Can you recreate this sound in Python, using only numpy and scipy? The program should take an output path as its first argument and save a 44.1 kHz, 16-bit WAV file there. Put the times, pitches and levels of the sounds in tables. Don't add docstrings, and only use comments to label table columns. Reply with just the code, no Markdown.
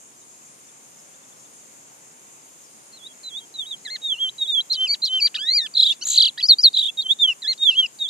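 import sys
import numpy as np
from scipy import signal
from scipy.fft import rfft, irfft, next_fast_len
from scipy.io import wavfile
from scipy.ndimage import uniform_filter1d

SR = 44100
rng = np.random.default_rng(int(sys.argv[2]) if len(sys.argv) > 2 else 0)


def volts_from_decibels(level):
    exponent = np.asarray(level, float) / 20
    return 10 ** exponent


def wav_out(sig):
    wavfile.write(sys.argv[1], SR, np.round(np.clip(np.atleast_2d(sig).T, -1, 1) * 32767).astype(np.int16))


N = 356769
T = np.arange(N) / SR


def walk(rate_hz):
    hold = int(SR / rate_hz)
    steps = np.repeat(rng.standard_normal(N // hold + 1), hold)
    return 1.3 * uniform_filter1d(uniform_filter1d(steps, hold), hold)[:N]


def band(x, hz, width_hz, order=2):
    edges = [hz - width_hz / 2, hz + width_hz / 2]
    return signal.sosfilt(signal.butter(order, edges, "band", fs=SR, output="sos"), x)


def level(x, db):
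    return x * volts_from_decibels(db) / np.sqrt(np.mean(x ** 2))


def lookup(table, hz):
    table_hz, table_db = np.array(table).T
    return np.interp(np.log(hz), np.log(table_hz), table_db)


def echoes(x, delay_ms, gain):
    lead, taps = 16, np.arange(-16, 360)
    off = taps - np.array(delay_ms)[:, None] * SR / 1000
    window = np.cos(np.pi / 2 * np.clip(off / lead, -1, 1)) ** 2
    response = np.array(gain) @ (np.sinc(off) * window)
    return signal.oaconvolve(x, response)[lead:lead + N]


def slides(table, blunt, late, early, loose=1):
    out = np.zeros(N)
    for (s, length, first, middle, last, db), turn in zip(table, rng.random((len(table), 1))):
        u = np.arange(int(length * SR)) / (length * SR)
        bend = middle - (first + last) / 2
        hz = first + (last - first) * u + 4 * u * (1 - u) * bend
        swell = np.sin(np.pi * u ** (late if last > first else early)) ** blunt
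        tone = np.sin(2 * np.pi * (np.cumsum(hz) / SR + loose * turn))
        out[int(s * SR):][:len(u)] += np.sqrt(2) * volts_from_decibels(db) * swell * tone
    return out


def straight(table):
    return [(s, length, first, (first + last) / 2, last, db) for s, length, first, last, db in table]


ECHO_MS = [
    [0, .363, 3.197, 4.036],
    [0, .159, .59, 1.315, 1.95, 3.832, 5.578, 7.506],
    [.136, 1.519, 2.041, 4.512],
]
ECHO_GAIN = [
    [0.93, -0.23, -0.13, 0.22],
    [0.25, 0.98, 0.28, -.36, 0.09, -0.21, -0.3, 0.12],
    [1, -0.43, -0.21, -0.18],
]


def finch():
    pair = trills()
    mixed = volts_from_decibels(-12.5) * band(pair ** 2, 6100, 3600)
    mixed = mixed + volts_from_decibels(17.5) * band(pair ** 3, 4880, 1300)
    pair = pair + buzz()
    song = whistles() + pair + mixed + smacks()
    song = song * (1 + volts_from_decibels(-29.5) * band(rng.standard_normal(N), 900, 1300, order=1))
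    rasp = song * band(rng.standard_normal(N), 950, 900)
    song = song + volts_from_decibels(-30) * band(rasp, 4150, 900)

    near = echoes(song, ECHO_MS[0], ECHO_GAIN[0])
    mics = np.array([echoes(near, ms, gain) for ms, gain in zip(ECHO_MS[1:], ECHO_GAIN[1:])])

    air = rng.standard_normal((2, 2, N))
    hiss = volts_from_decibels(-22.5) * uniform_filter1d(abs(pair), 200) * band(air[0], 7000, 9000, order=5)
    shrill = abs(band(pair, 7100, 2400, order=4))
    hiss = hiss + volts_from_decibels(-10) * uniform_filter1d(shrill, 900) * band(air[1], 10000, 8500)
    hiss = hiss + volts_from_decibels(-33) * uniform_filter1d(abs(song), 2000) * band(air[1], 500, 700)

    t = T[:SR // 4]
    tail = rng.standard_normal((2, len(t))) * np.exp(-np.log(1000) * t / 0.26) * (t > .008)
    return mics + hiss + volts_from_decibels(-62) * signal.fftconvolve(song[None], tail, axes=1)[:, :N]


# t/s from start, f/Hz, level/dB under the loudest moment
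OPENER = [(0, 4400, -19), (.012, 4050, -15), (.052, 3980, -14), (.08, 3290, -20), (.104, 3310, -12),
          (.144, 3620, 0), (.161, 3880, -11), (.174, 3230, -24), (.217, 3200, -28)]
ZIGZAG = [(0, 4090, -22.5), (.039, 3790, -20.5), (.056, 3693, 0), (.111, 3020, -20.5), (.127, 3780, -16.5),
          (.164, 3860, -21), (.176, 3716, -4), (.207, 3130, -14), (.217, 3220, -35)]
HOOK = [(0, 2100, -20), (.012, 1890, -17), (.033, 1670, -9), (.043, 1710, -11), (.054, 1920, -11),
        (.064, 2100, -5), (.093, 2140, -2), (.108, 1970, -13), (.119, 1220, -24)]
DIP = [(0, 3800, -26), (.032, 3790, -6.5), (.06, 3670, -2.2), (.095, 3380, -2.5), (.116, 3146, 0),
       (.138, 2720, -14), (.163, 2790, -15), (.185, 3220, -9), (.204, 3280, -2.8)]
WAVE = [(0, 3950, -24), (.024, 3810, -14), (.036, 3770, -3), (.052, 3720, -1.5), (.066, 3600, -10),
        (.082, 3340, -14), (.098, 3840, -12), (.122, 3720, -1.5)]
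STAIR = [(0, 3990, -23), (.013, 4075, -6), (.03, 4325, -3), (.039, 3900, -14), (.058, 3090, -19.5),
         (.086, 3045, -11), (.112, 3140, -3), (.154, 3118, 0), (.164, 2930, -11)]
BUMP = [(0, 1300, -6), (.006, 1680, -7), (.011, 1933, -3), (.017, 1830, 0), (.021, 1520, -6),
        (.03, 1220, -12)]
GULP = [(0, 1300, -16), (.014, 1520, 0), (.022, 1470, -8), (.035, 1270, -14)]
PICKUP = [(0, 1500, -6), (.006, 1850, 0), (.027, 2040, -4)]
LIFT = [(0, 4450, -4), (.01, 4520, 0), (.024, 4680, -3), (.039, 5200, -5), (.046, 6300, -25)]
CATCH = [(0, 3790, -16), (.019, 3753, -2.2), (.036, 3693, 0), (.04, 3750, -24), (.047, 4484, -8.5),
         (.055, 3430, -16)]
SINK = [(0, 3667, -26.5), (.013, 3666, -8.5), (.038, 3555, 0), (.061, 3304, -4.5), (.074, 3186, -12.5),
        (.08, 3100, -23.5), (.089, 3083, -5), (.124, 2784, -6.5), (.145, 2560, -27)]
SOFT_HOOK = [(0, 2150, -9), (.012, 1980, -6), (.034, 1640, -6), (.046, 1740, -12), (.057, 2090, -6),
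             (.095, 2135, -2), (.106, 2110, 0), (.113, 1800, -6), (.121, 1250, -19)]
LATE_STAIR = [(0, 3990, -20), (.012, 4075, -6), (.028, 4325, -2), (.039, 3900, -14), (.062, 3050, -20),
              (.086, 3045, -11), (.112, 3140, -3), (.158, 3118, -1), (.172, 2930, -9)]
FIRST = [(0, 4450, -24), (.009, 4180, -15), (.038, 4260, -17), (.075, 3420, -22), (.105, 3330, -12),
         (.145, 3760, -2), (.151, 3980, -10), (.16, 3360, -19), (.205, 3310, -19)]
LATE_DIP = [(0, 3680, -33), (.026, 3700, -19), (.054, 3750, -4), (.072, 3620, -3), (.118, 3210, 0),
            (.14, 2760, -11), (.16, 2650, -16), (.19, 3190, -12), (.212, 3280, -2)]
LATE_WAVE = [(0, 3900, -32), (.013, 3810, -14), (.034, 3750, -1), (.054, 3600, -2), (.07, 3400, -6),
             (.08, 3280, -8), (.086, 3450, -16), (.102, 3760, -3)]
# t/s from start, f/Hz, level/dB
FLICK = [(0, 3118, 0), (.003, 3260, 0), (.005, 3610, -9), (.009, 4000, -11), (.017, 3900, -32)]
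DROOP = [(0, 3167, -1.2), (.007, 3140, -9), (.016, 3000, 0), (.034, 2880, -1.5), (.045, 2730, -5),
         (.053, 2400, -20)]
FOOT = [(0, 2280, -11), (.012, 2240, -2.5), (.05, 2365, 0), (.056, 2170, 0), (.062, 1780, -12),
        (.069, 1320, -15)]
ARCH_UP = [(0, 1270, -17.5), (.007, 1447, -8), (.026, 1583, -10.5), (.088, 1868, -7), (.145, 2150, 0),
           (.158, 2265, -4), (.178, 2430, -2.2)]
ARCH_DOWN = [(0, 2410, -3), (.011, 2264, -4.5), (.019, 2133, 0), (.042, 1924, -16), (.055, 1848, -6.5),
             (.093, 1728, -16.5), (.099, 1564, -11), (.107, 1190, -25)]
PLUNGE = [(0, 6800, -35), (.006, 5650, -29), (.011, 5050, -13.5), (.022, 4460, -6), (.031, 4270, .6),
          (.049, 3835, -10), (.063, 3680, -5), (.073, 3680, -52)]
CLIMB = [(0, 3160, -33), (.026, 3090, -7), (.038, 3110, -22), (.054, 3280, -13), (.067, 3452, -.4),
         (.083, 3680, -1.2), (.092, 3800, -24)]
# t/s, f/Hz, level/dB each
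TIED = [FLICK, DROOP, FOOT, ARCH_UP, ARCH_DOWN, PLUNGE, CLIMB]
# gesture, t/s, time stretch/ratio, pitch factor/ratio, level/dB
VERSE = [(FIRST, 2.922, 1, 1, -32.5), (OPENER, 3.232, 1, 1, -24.5), (ZIGZAG, 3.54, 1, 1, -20),
         (SOFT_HOOK, 3.85, 1, 1, -28), (DIP, 4.016, 1, 1, -19), (FLICK, 4.287, .85, .98, -20.5),
         (WAVE, 4.381, 1, 1, -16.5), (FLICK, 4.601, 1.1, 1.01, -18), (STAIR, 4.698, .99, 1, -13),
         (FOOT, 4.885, 1, .99, -20.5), (LATE_STAIR, 5.02, 1, 1, -13), (FOOT, 5.21, 1.03, 1.005, -17),
         (BUMP, 5.343, 1, 1, -20), (ARCH_UP, 5.379, 1, 1, -17.5), (ARCH_DOWN, 5.566, 1, 1, -14)]
FINALE = [(GULP, 6.011, 1, 1, -25), (PICKUP, 6.375, 1, 1, -30), (BUMP, 6.401, .67, 1.81, -23),
          (LIFT, 6.427, 1, .99, -18.5), (PLUNGE, 6.474, 1.02, 1, -4), (LIFT, 6.584, .8, 1.04, -21),
          (PLUNGE, 6.622, .97, 1.003, -4), (CATCH, 6.972, 1, 1, -17), (CLIMB, 7.042, 1, 1, -9),
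          (SINK, 7.188, 1, 1, -8.5), (HOOK, 7.42, 1, 1, -15.5), (LATE_DIP, 7.578, 1, 1, -10.3),
          (DROOP, 7.813, 1, 1, -16), (LATE_WAVE, 7.988, 1, 1, -18)]


def notes():
    out = []
    for shape, start, stretch, tune, db in VERSE + FINALE:
        rows = [(start + s * stretch, hz * tune, under_db + db) for s, hz, under_db in shape]
        if shape in TIED:
            out[-1] = out[-1] + rows
        else:
            out.append(rows)
    return out


# f/Hz, level/dB
THROAT = [(1200, -9), (2000, -1), (3200, -0.9), (4900, 4), (6000, -4.5), (7600, -2.3), (9500, -3.5),
          (11500, 7), (15000, -5.5)]
CHEST_DB = [-17.5, -0.4, -24, -35, -37, -48]
HEAD_DB = [3, -28, -35.5, -49.5, -68.5, -76.5]
# from f/Hz, to f/Hz
BREAK_HZ = (2350, 2750)
# boost of harmonics 3 and 4, level/dB
PRESS_DB = [
    [13],
    [27],
]


def whistles():
    out = np.zeros(N)
    for note in notes():
        s, hz, db = np.transpose(note)
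        on = slice(int(s.min() * SR), min(int(s.max() * SR), N))
        t = T[on]
        hz = uniform_filter1d(np.interp(t, s, hz), 90)
        rich_db = 9 * np.clip(np.log2(2000 / hz), 0, 1)
        gains = []
        for k, pair_db in enumerate(zip(CHEST_DB, HEAD_DB), start=1):
            voice_db = np.interp(hz, BREAK_HZ, pair_db) + min(max(k - 2, 0), 2) * rich_db
            gains.append(volts_from_decibels(voice_db + lookup(THROAT, k * hz)))
        gains = np.array(gains)
        press_s = 6.025
        gains[2:4] *= volts_from_decibels(np.array(PRESS_DB) * (abs(t - press_s) < .03))
        gains[0] *= volts_from_decibels(1.4 * np.clip(-19.5 - db.max(), 0, 10) * (hz > 1550) * (hz < 2300))
        gains = gains / np.sqrt(np.sum(gains ** 2, axis=0))

        phase = 2 * np.pi * np.cumsum(hz) / SR
        tone = sum(g * (k * hz < .45 * SR) * np.sin(k * phase) for k, g in enumerate(gains, start=1))
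        edge = np.clip(np.minimum(t - t[0], t[-1] - t) / 0.00052, 0, 1)
        loudness = volts_from_decibels(uniform_filter1d(np.interp(t, s, db), 90))
        out[on] += np.sqrt(2) * loudness * edge * tone
    return out


# t/s, length/s, first f/Hz, last f/Hz, level/dB
LOUD_TRILL = [(5.745, .021, 3600, 4400, -22), (5.759, .028, 3400, 4350, -15),
              (5.775, .041, 3150, 4300, -13), (5.8, .044, 3000, 4200, -13), (5.825, .051, 2950, 3980, -14),
              (5.857, .047, 2950, 3850, -15), (5.883, .047, 2950, 3700, -14)]
SOFT_TRILL = [(6.732, .027, 3500, 4200, -22), (6.749, .03, 3200, 4050, -18), (6.765, .037, 2900, 3950, -13),
              (6.787, .035, 2850, 3900, -18), (6.811, .041, 2850, 3760, -16),
              (6.836, .044, 2800, 3770, -16.5), (6.862, .04, 2850, 3450, -21)]
# t/s, length/s, first f/Hz, middle f/Hz, level/dB
RATTLE = [
    (6.174, .024, 4530, 3976, -9.5),
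    (6.197, .03, 4460, 3674, -10.5),
    (6.221, .038, 4940, 3510, -13),
    (6.248, .039, 4695, 3380, -15.5),
    (6.276, .024, 4600, 3950, -24),
    (6.189, .014, 7600, 7000, -42),
]
# delay t/s, length/s, first f/Hz, middle f/Hz, last f/Hz, level/dB under the stair
SWOOP = (.025, .058, 6360, 4230, 3575, -15)
# t/s, length/s, first f/Hz, last f/Hz, level/dB
GRACES = [(5.738, .0072, 4900, 4280, -34), (5.918, .014, 3000, 2600, -27), (6.032, .016, 6500, 5900, -33),
          (6.05, .013, 6650, 6950, -25), (6.212, .019, 7350, 5850, -48), (6.89, .012, 2790, 2620, -29),
          (6.045, .016, 4200, 2800, -44), (6.377, .01, 3500, 5200, -33), (6.73, .006, 5000, 3700, -38),
          (5.018, .004, 4900, 4000, -38), (7.577, .004, 4700, 3800, -42), (7.987, .005, 4800, 3900, -42),
          (5.346, .008, 3400, 5200, -32), (5.361, .012, 5000, 3800, -34), (5.268, .012, 5300, 4300, -34)]
# t/s, half width/s, share shut/0-1
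SHUTS = [(5.764, .002, .7), (5.789, .002, .4), (5.818, .002, .5), (5.851, .002, .3), (5.881, .002, .4),
         (5.898, .0015, .4), (6.762, .002, .3), (6.778, .002, .5), (6.801, .002, .8), (6.8235, .0022, .95),
         (6.852, .002, .95), (6.8795, .0025, 1)]


def trills():
    rising = []
    for table, bend in ((LOUD_TRILL, .1), (SOFT_TRILL, .19)):
        for s, length, first, last, db in table:
            middle = (first + last) / 2 + bend * (last - first)
            rising.append((s, length, first, middle, last, db))
    falling = [(s, length, first, middle, .77 * middle, db) for s, length, first, middle, db in RATTLE]
    delay, *path, under_db = SWOOP
    swoops = [(start + delay, *path, db + under_db)
              for shape, start, _, _, db in VERSE if shape in (STAIR, LATE_STAIR)]
    pipe = np.ones(N)
    for s, half, shut in SHUTS:
        pipe *= 1 - np.clip(shut, 0, 1) * np.exp(-((T - s) / half) ** 2)
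    cut = pipe * slides(rising, blunt=.8, late=1.6, early=.7)
    return cut + slides(falling + swoops + straight(GRACES), blunt=.8, late=1.4, early=.7)


LOW_DB = [-36, -34, -32, -28, -26, -23, -19]
HIGH_DB = [-23, -23, -19, -22, -23, -28, -28]
# delay t/s, length/s, first f/Hz, middle f/Hz, last f/Hz
LOW_PATH = (.001, .021, 4400, 3500, 2500)
HIGH_PATH = (.004, .017, 8400, 6950, 5500)


def buzz():
    start_s, gap_s, drag_s = 6.0605, 678 / SR, .0012
    k = np.arange(len(LOW_DB))
    starts = start_s + gap_s * k + drag_s * np.maximum(k - 4, 0)
    low = [(s + LOW_PATH[0], *LOW_PATH[1:], db) for s, db in zip(starts, LOW_DB)]
    high = [(s + HIGH_PATH[0], *HIGH_PATH[1:], db) for s, db in zip(starts, HIGH_DB)]
    hoarse = level(band(rng.standard_normal((2, N)), 700, 1100, order=1), 0)
    low_voice = (1 + volts_from_decibels(-11) * hoarse[0]) * slides(low, blunt=.8, late=1, early=.42)
    high_voice = (1 + volts_from_decibels(-14) * hoarse[1]) * slides(high, blunt=1.8, late=1, early=.85, loose=0)
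    return low_voice + high_voice


# t/s, decay/s, centre f/Hz, level/dB, width/Hz
SMACKS = [(3.961, .003, 4600, -44, 3200), (4.942, .004, 4800, -40, 3000), (5.268, .004, 4800, -37, 3000),
          (5.346, .006, 4400, -41, 2500), (7.529, .004, 5600, -39, 3500), (5.92, .007, 4200, -39, 2500),
          (4.718, .012, 8000, -47, 8000), (5.042, .012, 8000, -46, 8000), (4.8, .016, 4200, -48, 1300),
          (5.12, .016, 4200, -47, 1300), (7.69, .02, 4200, -44, 1500), (7.785, .012, 4200, -48, 1200)]


def smacks():
    out, air = np.zeros(N), rng.standard_normal(N)
    for s, decay, hz, db, width in SMACKS:
        age = np.maximum(T - s, 0) / decay
        out += level(band(air, hz, width), db) * age * np.exp(1 - age)
    return out


# t/s, length/s, first f/Hz, last f/Hz, level/dB
FAINT_GLIDES = [(.53, .03, 6300, 5700, -60), (2.8, .03, 5900, 6300, -61), (3.765, .017, 4030, 4120, -55),
                (7.7, .067, 3660, 4310, -46), (4.165, .022, 4180, 4320, -54), (.21, .03, 3950, 3650, -60),
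                (.66, .035, 6300, 5400, -59), (.68, .03, 3620, 3320, -57), (.985, .025, 5450, 5000, -56),
                (1.14, .015, 3490, 3480, -56), (1.23, .015, 3530, 3460, -55), (1.32, .015, 3470, 3480, -54),
                (1.45, .02, 3700, 3400, -56), (1.27, .25, 5470, 5610, -68), (2.0, .27, 5450, 5440, -69),
                (2.41, .02, 5400, 4400, -61), (1.26, .035, 6300, 5800, -61), (2.63, .04, 5670, 5610, -56),
                (2.65, .05, 5170, 4670, -63)]


def faint_glides():
    far = slides(straight(FAINT_GLIDES), blunt=.8, late=0.92, early=.9)
    return np.array([far, .8 * np.roll(far, 9)])


# f/Hz, width/Hz, level/dB, left minus right/dB
CICADAS = [
    (6964, 1280, -55.5, 1),
    (9160, 1360, -62.5, 1.2),
    (8030, 300, -72, -4.8),
    (5900, 1060, -69, 4.5),
    (11670, 4800, -68, -1),
]


def insects():
    out = 0
    for hz, width, db, pan_db in CICADAS:
        hiss = level(band(rng.standard_normal((2, N)), hz, width, order=3), db + 5)
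        flicker_db = .4 * walk(.7) + 1.2 * walk(30)
        out = out + hiss * volts_from_decibels(flicker_db + np.array([[pan_db], [-pan_db]]) / 2)
    throb_hz = 35.0 + .3 * walk(1.5)
    throb = np.maximum(np.sin(2 * np.pi * np.cumsum(throb_hz) / SR), 0) ** 1.5
    note_hz = 6440 + 15 * walk(40)
    cricket = throb * volts_from_decibels(2.5 * walk(1.2)) * np.sin(2 * np.pi * np.cumsum(note_hz) / SR)
    return out + level(cricket, -64) * np.array([[1.1], [.9]])


# f/Hz, level/dB per Hz
LAND = [(18, -51), (30, -33), (102, -11.5), (139, -2.5), (177, -4.5), (206, -1), (563, -4), (601, -4.5),
        (952, -4), (1800, -9), (2330, -9), (4310, -13.5), (5600, -9.5), (7280, -38), (12300, -120)]
# f/Hz, left minus right/dB
LAND_PAN = [(100, 3), (500, 2.0), (2300, -0.3), (4300, 3.5)]


def land():
    out, swell = 0, walk(1.0)
    edges_hz = 30 * 2 ** np.arange(0, 7.6, .5)
    size = next_fast_len(N)
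    hz = np.maximum(np.arange(size // 2 + 1) * SR / size, 1)
    wave, left, right = rfft(rng.standard_normal((3, size)))
    share = np.clip(1.1 - hz / 3500, 0, .5) * np.clip(hz / 150, .3, 1)
    early = np.exp(2j * np.pi * hz * .00036)
    both = np.array([np.sqrt(share) * wave * early + np.sqrt(1 - share) * left,
                     np.sqrt(share) * wave + np.sqrt(1 - share) * right])
    both = both * volts_from_decibels(lookup(LAND, hz) + np.outer([.5, -.5], lookup(LAND_PAN, hz)))
    for low, high in zip(edges_hz[:-1], edges_hz[1:]):
        part = irfft(both * ((hz >= low) & (hz < high)), size)[:, :N]
        out = out + volts_from_decibels(.5 * swell + 0.85 * walk(6)) * part
    return level(out, -54)


# low f/Hz, high f/Hz
DUCK_HZ = (4250, 5250)


def scene():
    bird, far, meadow = finch(), faint_glides(), insects() + land()
    strip = signal.sosfiltfilt(signal.butter(3, DUCK_HZ, "band", fs=SR, output="sos"), meadow)
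    duck_db = -30
    duck = np.clip(uniform_filter1d(abs(bird[0]), 1200) / volts_from_decibels(duck_db), 0, 1)
    return bird + meadow - duck * strip + far


def band_limit(x):
    return signal.sosfilt(signal.butter(12, 15210, fs=SR, output="sos"), x)


# from t/s, to t/s; low f/Hz, high f/Hz
STARVE_S = (6.082, 6.183)
STARVE_HZ = (160, 2300)


def record(dry):
    rounded = dry - 0.033 * dry ** 3
    top_hz = 14750
    wet = signal.sosfiltfilt(signal.ellip(6, .1, 40, top_hz, fs=SR, output="sos"), rounded)
    lows = signal.sosfiltfilt(signal.butter(6, STARVE_HZ, "band", fs=SR, output="sos"), wet)
    gate = uniform_filter1d(1. * (T > STARVE_S[0]) * (T < STARVE_S[1]), 700)
    return band_limit(np.clip(wet - lows * gate, -1, 1))


dry = scene()
out = record(dry)
wav_out(out)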